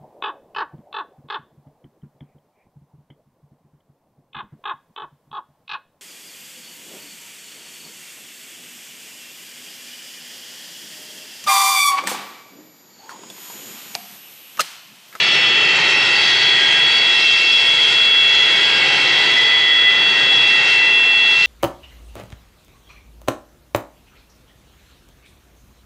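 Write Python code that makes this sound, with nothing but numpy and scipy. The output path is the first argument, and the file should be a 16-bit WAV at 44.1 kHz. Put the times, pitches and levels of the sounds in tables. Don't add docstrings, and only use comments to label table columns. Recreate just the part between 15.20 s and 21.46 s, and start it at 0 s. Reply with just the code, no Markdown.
import sys
import numpy as np
from scipy import signal
from scipy.fft import rfft, irfft, next_fast_len
from scipy.io import wavfile
from scipy.ndimage import uniform_filter1d, map_coordinates

SR = 44100
rng = np.random.default_rng(int(sys.argv[2]) if len(sys.argv) > 2 else 0)


def unload_audio(sound):
    columns = np.transpose(np.atleast_2d(sound))
    steps = np.round(np.clip(columns, -1, 1) * 32767)
    wavfile.write(sys.argv[1], SR, steps.astype(np.int16))


def natural_amplitude(level_db):
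    exponent = np.asarray(level_db, float) / 20
    return 10 ** exponent


N = 276066
TIME = np.arange(N) / SR

# t/s, rate/(turns/s)
SHAFT_SPEED = [(0.0, 49.878), (1.8, 49.874), (4.2, 49.994), (5.4, 50.024), (5.9, 50.0), (6.26, 50.0)]

# f/Hz, level/dB per Hz
RUSH_COLOUR = [(30, -74), (100, -64), (125, -50.5), (260, -56), (340, -49.5), (700, -49.5), (1300, -49.5),
               (2100, -41.5), (3300, -41.5), (4500, -47.5), (6000, -59.5), (9000, -73), (11500, -82),
               (13500, -100)]
# f/Hz, level/dB
RUSH_WIDTH = [(30, -18), (120, -25.5), (350, -25.5), (700, -21.5), (2000, -21), (3500, -14.5),
              (7000, -12.5), (10100, -12.5), (13000, -19.5)]
# t/s, swell of the rush/dB, clearing of the air at the top of the hiss/dB
RUSH_SWELLS = [(0.0, 1, 2.5), (.35, 2.5, -6.5), (.58, 4, -3.5), (.87, 2, 1.5), (1.12, 1.5, 3.5), (1.32, 2, -1),
               (1.9, 0.5, 1), (2.25, -1.5, 3.5), (2.75, 0, 2), (2.97, -1, -5), (3.15, 0.5, -0.5), (3.65, 3, -2),
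               (4.1, 2.5, -1), (4.55, -1, -7), (4.8, 2, -9.5), (5.5, 1.5, -1), (5.97, -1.5, -9.5),
               (6.26, -1.5, 5)]
# t/s, lag/ms
AIRFRAME_LAG = [(0, 1.85), (.9, 1.66), (2.5, 1.667), (4, 1.66), (5.2, 1.697), (6.26, 1.6)]
RUSH_DB = -19
PAVEMENT_S, PAVEMENT_SHARE, PAVEMENT_HZ = 0.002196, 0.22, 1360
CLEAR_FROM_HZ, CLEAR_FULL_HZ = 1670, 6760
INLET_HZ, INLET_DB, INLET_SINK_S = 2440, 2, 1.1
BODY_SHARE, BODY_HZ = 0.24, 3500
WING_SHARE, WING_HZ, WING_TOP_HZ, WING_LEAD_MS = 0.39, 2600, 9500, 0.165

BUZZ_DB, BUZZ_TILT_DB = -44, -16

FAINT_ORDERS = (27, 78, 80, 81, 94, 107, 120, 121, 128, 131, 134, 147)
FAINT_ORDER_DB = (-45, -45, -45, -45, -46, -52, -55, -56, -59, -61, -54, -63)
FAINT_HZ = (116, 1340, 2444, 2544, 2680, 2970, 3231, 3783, 3840, 4414, 4887, 5123, 5338, 5753, 5986, 6385,
            7331, 7960)
FAINT_HZ_DB = (-56, -44, -41, -42, -40, -44, -41, -42, -45, -45, -51, -47, -50, -54, -55, -58, -62, -61)

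# f/Hz, level at the start/dB
RECEDING = [(3093, -35), (4440, -34)]
RECEDE_DB_PER_S = 2.2

SIDE_ORDERS = (40, 64, 91, 108)
SIDE_HZ = (1891.7, 1622, 2207, 2600)
SIDE_DB = (-27.5, -27, -40, -56, -27.5, -41.5, -32, -32.5)
# centre t/s, length/s, change/dB
SIDE_EDDIES = [
    [(.58, .2, -7.5), (1.8, 0.32, -3.5), (2.15, 0.23, -17), (2.75, 0.35, -16), (4.4, 0.87, 8),
     (5.8, 0.71, 2.5)],
    [(.3, 1, -25), (1.72, 0.15, -10), (2.12, 0.057, 4.5), (2.42, 0.09, 4), (3.63, .12, -1), (4.6, .35, 6.5),
     (5.75, 1.8, -10)],
    [(.35, 0.58, -8), (1.0, 0.47, 10), (1.74, 0.2, 16), (3.6, 0.19, 6), (4.33, 0.19, 8), (5.0, 0.94, 4.5),
     (5.8, 0.35, -7)],
    [(.1, 0.64, 19), (.8, 0.3, 21), (2.3, 0.46, 15.5)],
    [(.1, .7, -14), (2.4, 1, -7), (3.5, 0.18, -15), (6.15, 0.44, -4)],
    [(1.5, 0.48, 14.5), (3.55, 0.29, 13.5), (5.05, .45, 5)],
    [(3.5, 0.67, 3), (4.17, 0.18, -20), (4.85, .4, -22.5), (5.8, 1, -12.5)],
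    [(.6, .25, 0), (1.65, 0.52, -16), (2.55, 0.4, -26), (3.45, 0.93, -18), (4.17, 0.45, -23),
     (5.0, 0.24, -27)],
]

FIRST_BLADES, SECOND_BLADES = 54, 67
# t/s, level/dB
FIRST_STAGE = [(0, -22.5), (.45, -18.5), (.7, -21), (.95, -20), (1.11, -31), (1.25, -26), (1.41, -40),
               (1.52, -22), (1.75, -25), (1.95, -17.5), (2.25, -17.5), (2.62, -22.5), (2.75, -20),
               (3.9, -23), (4.3, -31.5), (4.85, -18.5), (5.55, -15.5), (6.26, -13)]
# t/s, level/dB
SECOND_STAGE = [(0, -22), (.22, -18.5), (.4, -20), (.6, -27.5), (.95, -26), (1.12, -18), (2.5, -14.5),
                (2.93, -13.5), (3.5, -15.5), (3.65, -26), (3.85, -22.5), (3.95, -18.5), (4.45, -14),
                (4.75, -15.5), (4.95, -18.5), (5.15, -12.5), (6.13, -16), (6.19, -30)]
# centre t/s, length/s, change/dB
STAGE_EDDIES = [
    [(3.03, 0.11, 3), (3.43, 0.13, -9), (5.05, 0.18, -3.5)],
    [(2.02, 0.098, -6), (2.22, 0.1, -10), (2.42, 0.069, -4.5), (2.75, 0.13, -2.5), (4.04, 0.14, -3),
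     (5.5, 0.31, -10), (5.86, .1, -6)],
]

# t/s, left minus right/dB
PAN = [(0.0, 0.5), (0.7, 0), (1.39, 0), (4.85, 0.0), (6.26, 0.5)]

SIDE_TOP_HZ = 10250
RAGGED_HZ, PATCH_HZ, TOP_HZ = 11600, 400, 15500
OPEN_PER_DB = .2


def columns(table):
    s, *rest = np.transpose(table)
    return [np.interp(TIME, s, c) for c in rest]


def on_log_hz(points, hz):
    p = np.array(points)
    return np.interp(np.log(hz), np.log(p[:, 0]), p[:, 1])


def walk(rate):
    knots = rng.standard_normal(1200)
    coarse = np.interp(TIME[::32] * rate, np.arange(1200), knots)
    drift = uniform_filter1d(coarse, int(SR / 32 / rate / 2) + 1)
    return np.interp(TIME, TIME[::32], drift) / np.sqrt(.5)


def eddies(rows):
    return sum(db * 2 ** -(2 * (TIME - s) / length) ** 2 for s, length, db in rows)


def tone(turns, db, flutter_db, wobble, aside=0.032):
    phase = 2 * np.pi * (turns + rng.random()) + wobble * walk(9)
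    gain = np.sqrt(2) * natural_amplitude(db + flutter_db * walk(28)) * (1 + 0.13 * walk(170))
    mid = np.sin(phase)
    side = aside * walk(5) * np.sin(phase + walk(4))
    return gain * np.array([mid, side])


def airframe_echoes(x):
    lag = columns(AIRFRAME_LAG)[0] / 1000 + 1.6e-5 * walk(2.54)
    dull = signal.lfilter(*signal.butter(1, BODY_HZ, fs=SR), x)
    body = BODY_SHARE * np.interp(TIME - lag, TIME, dull)
    bright = signal.filtfilt(*signal.butter(1, [WING_HZ, WING_TOP_HZ], "band", fs=SR), x)
    wing_at = (TIME - lag + WING_LEAD_MS / 1000) * SR
    wing = WING_SHARE * (1 + 0.22 * walk(1.9)) * map_coordinates(bright, [wing_at], mode="mirror")
    return x - body + wing


def rush():
    size = next_fast_len(N, True)
    hz = np.maximum(np.arange(size // 2 + 1) * SR / size, 1)
    echo = PAVEMENT_SHARE / (1 + (hz / PAVEMENT_HZ) ** 2) * np.exp(-2j * np.pi * hz * PAVEMENT_S)
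    colour = natural_amplitude(on_log_hz(RUSH_COLOUR, hz)) * (1 + echo)
    mid, side = rfft(rng.standard_normal((2, size))) * colour
    both = np.array([mid, side * natural_amplitude(on_log_hz(RUSH_WIDTH, hz))])
    swell_db, clear_db = columns(RUSH_SWELLS)
    inlet_db = INLET_DB * (np.exp(-TIME / INLET_SINK_S) - .3)
    out, shared = np.zeros((2, N)), walk(40)
    for step in range(48):
        centre = 22 * 2 ** (step / 5)
        angle = 2.5 * np.pi * np.log2(hz / centre)
        band = np.cos(np.clip(angle, -np.pi / 2, np.pi / 2)) ** 2
        clearing = on_log_hz([(CLEAR_FROM_HZ, 0), (CLEAR_FULL_HZ, 1)], centre)
        slow_db = (swell_db + clearing * clear_db) * min(1, (7000 / centre) ** 1.5)
        slow_db += inlet_db * 2 ** -(4 * np.log2(centre / INLET_HZ)) ** 2
        treble = min(centre / 6000, 1)
        flicker_db = (0.96 + 0.1 * treble) * walk(3.445) + treble * (0.8 * shared + 2.07 * walk(60))
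        mid_db = slow_db + flicker_db
        side_db = .6 * mid_db + 2.5 * walk(25)
        out += natural_amplitude(np.array([mid_db, side_db])) * irfft(both * band, size)[:, :N]
    out[0] = airframe_echoes(out[0])
    return out * natural_amplitude(RUSH_DB) / out[0].std()


def buzz(shaft):
    out = np.zeros(N)
    for k in range(30, 160):
        db = BUZZ_DB + BUZZ_TILT_DB * abs(np.log2(k / 58)) + 3 * rng.standard_normal()
        db = db + 4.5 * rng.standard_normal(50)
        level = np.interp(TIME * 7, np.arange(50), natural_amplitude(db))
        out += level * np.sin(2 * np.pi * (k * shaft + rng.random()))
    return out


def faint_tones(shaft):
    out = np.zeros((2, N))
    faint = [k * shaft for k in FAINT_ORDERS] + [hz * TIME for hz in FAINT_HZ]
    for turns, db in zip(faint, [*FAINT_ORDER_DB, *FAINT_HZ_DB]):
        out += tone(turns, db + 1.4 * walk(2.12), flutter_db=0.0, wobble=0.99)
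    return out


def receding_tones():
    out = np.zeros((2, N))
    for hz, db in RECEDING:
        out += tone(hz * TIME, db - RECEDE_DB_PER_S * TIME + 3 * walk(4.8), flutter_db=0.5, wobble=.45)
    return out


def side_tones(shaft):
    out = np.zeros((2, N))
    side = [k * shaft for k in SIDE_ORDERS] + [hz * TIME for hz in SIDE_HZ]
    for turns, db, rows in zip(side, SIDE_DB, SIDE_EDDIES):
        out += tone(turns, db + eddies(rows) + 1.4 * walk(11), flutter_db=1.74, wobble=0.3)
    return out


def stage_tones(shaft):
    first_db = columns(FIRST_STAGE)[0] + eddies(STAGE_EDDIES[0]) + 0.57 * walk(15)
    second_db = columns(SECOND_STAGE)[0] + eddies(STAGE_EDDIES[1]) + 0.59 * walk(16)
    first = tone(FIRST_BLADES * shaft, first_db, flutter_db=0.5, wobble=0.077)
    second = tone(SECOND_BLADES * shaft, second_db, flutter_db=0.87, wobble=0.13)
    return first + second


def scene():
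    shaft = np.cumsum(columns(SHAFT_SPEED)[0]) / SR
    mid, side = rush() + faint_tones(shaft) + receding_tones() + side_tones(shaft) + stage_tones(shaft)
    mid = mid + buzz(shaft)
    pan_db = columns(PAN)[0]
    side = side + .02 * np.gradient(mid)
    return np.array([mid * natural_amplitude(pan_db / 2) + side, mid * natural_amplitude(-pan_db / 2) - side])


def ragged_top(x):
    size = next_fast_len(N, True)
    hz, spectrum = np.arange(size // 2 + 1) * SR / size, rfft(x, size)
    out = irfft(spectrum * (hz < RAGGED_HZ), size)[:, :N]
    openness = walk(12) - .1 - OPEN_PER_DB * columns(RUSH_SWELLS)[1]
    for low_hz in range(RAGGED_HZ, TOP_HZ, PATCH_HZ):
        need = min((low_hz - 12700) / 450, 1.9)
        is_open = .8 * openness + .6 * walk(14) > need
        gate = uniform_filter1d(1. * is_open, 900)
        patch = (hz >= low_hz) * (hz < low_hz + PATCH_HZ)
        out += gate * irfft(spectrum * patch, size)[:, :N]
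    return out


def roll_off(x):
    return signal.sosfilt(signal.butter(12, 15500, fs=SR, output="sos"), x)


def record(dry):
    window = int(.015 * SR)
    power = uniform_filter1d(uniform_filter1d(np.mean(dry ** 2, axis=0), window), window)
    even = dry * (natural_amplitude(-13) / np.sqrt(power)) ** .4
    left, right = np.tanh(.48 * even) / .48
    side_filter = signal.ellip(6, .1, 6, SIDE_TOP_HZ, fs=SR, output="sos")
    side = signal.sosfiltfilt(side_filter, left - right)
    mix = ragged_top(np.array([left + right + side, left + right - side]) / 2)
    return roll_off(mix)


dry = scene()
out = record(dry)
unload_audio(out)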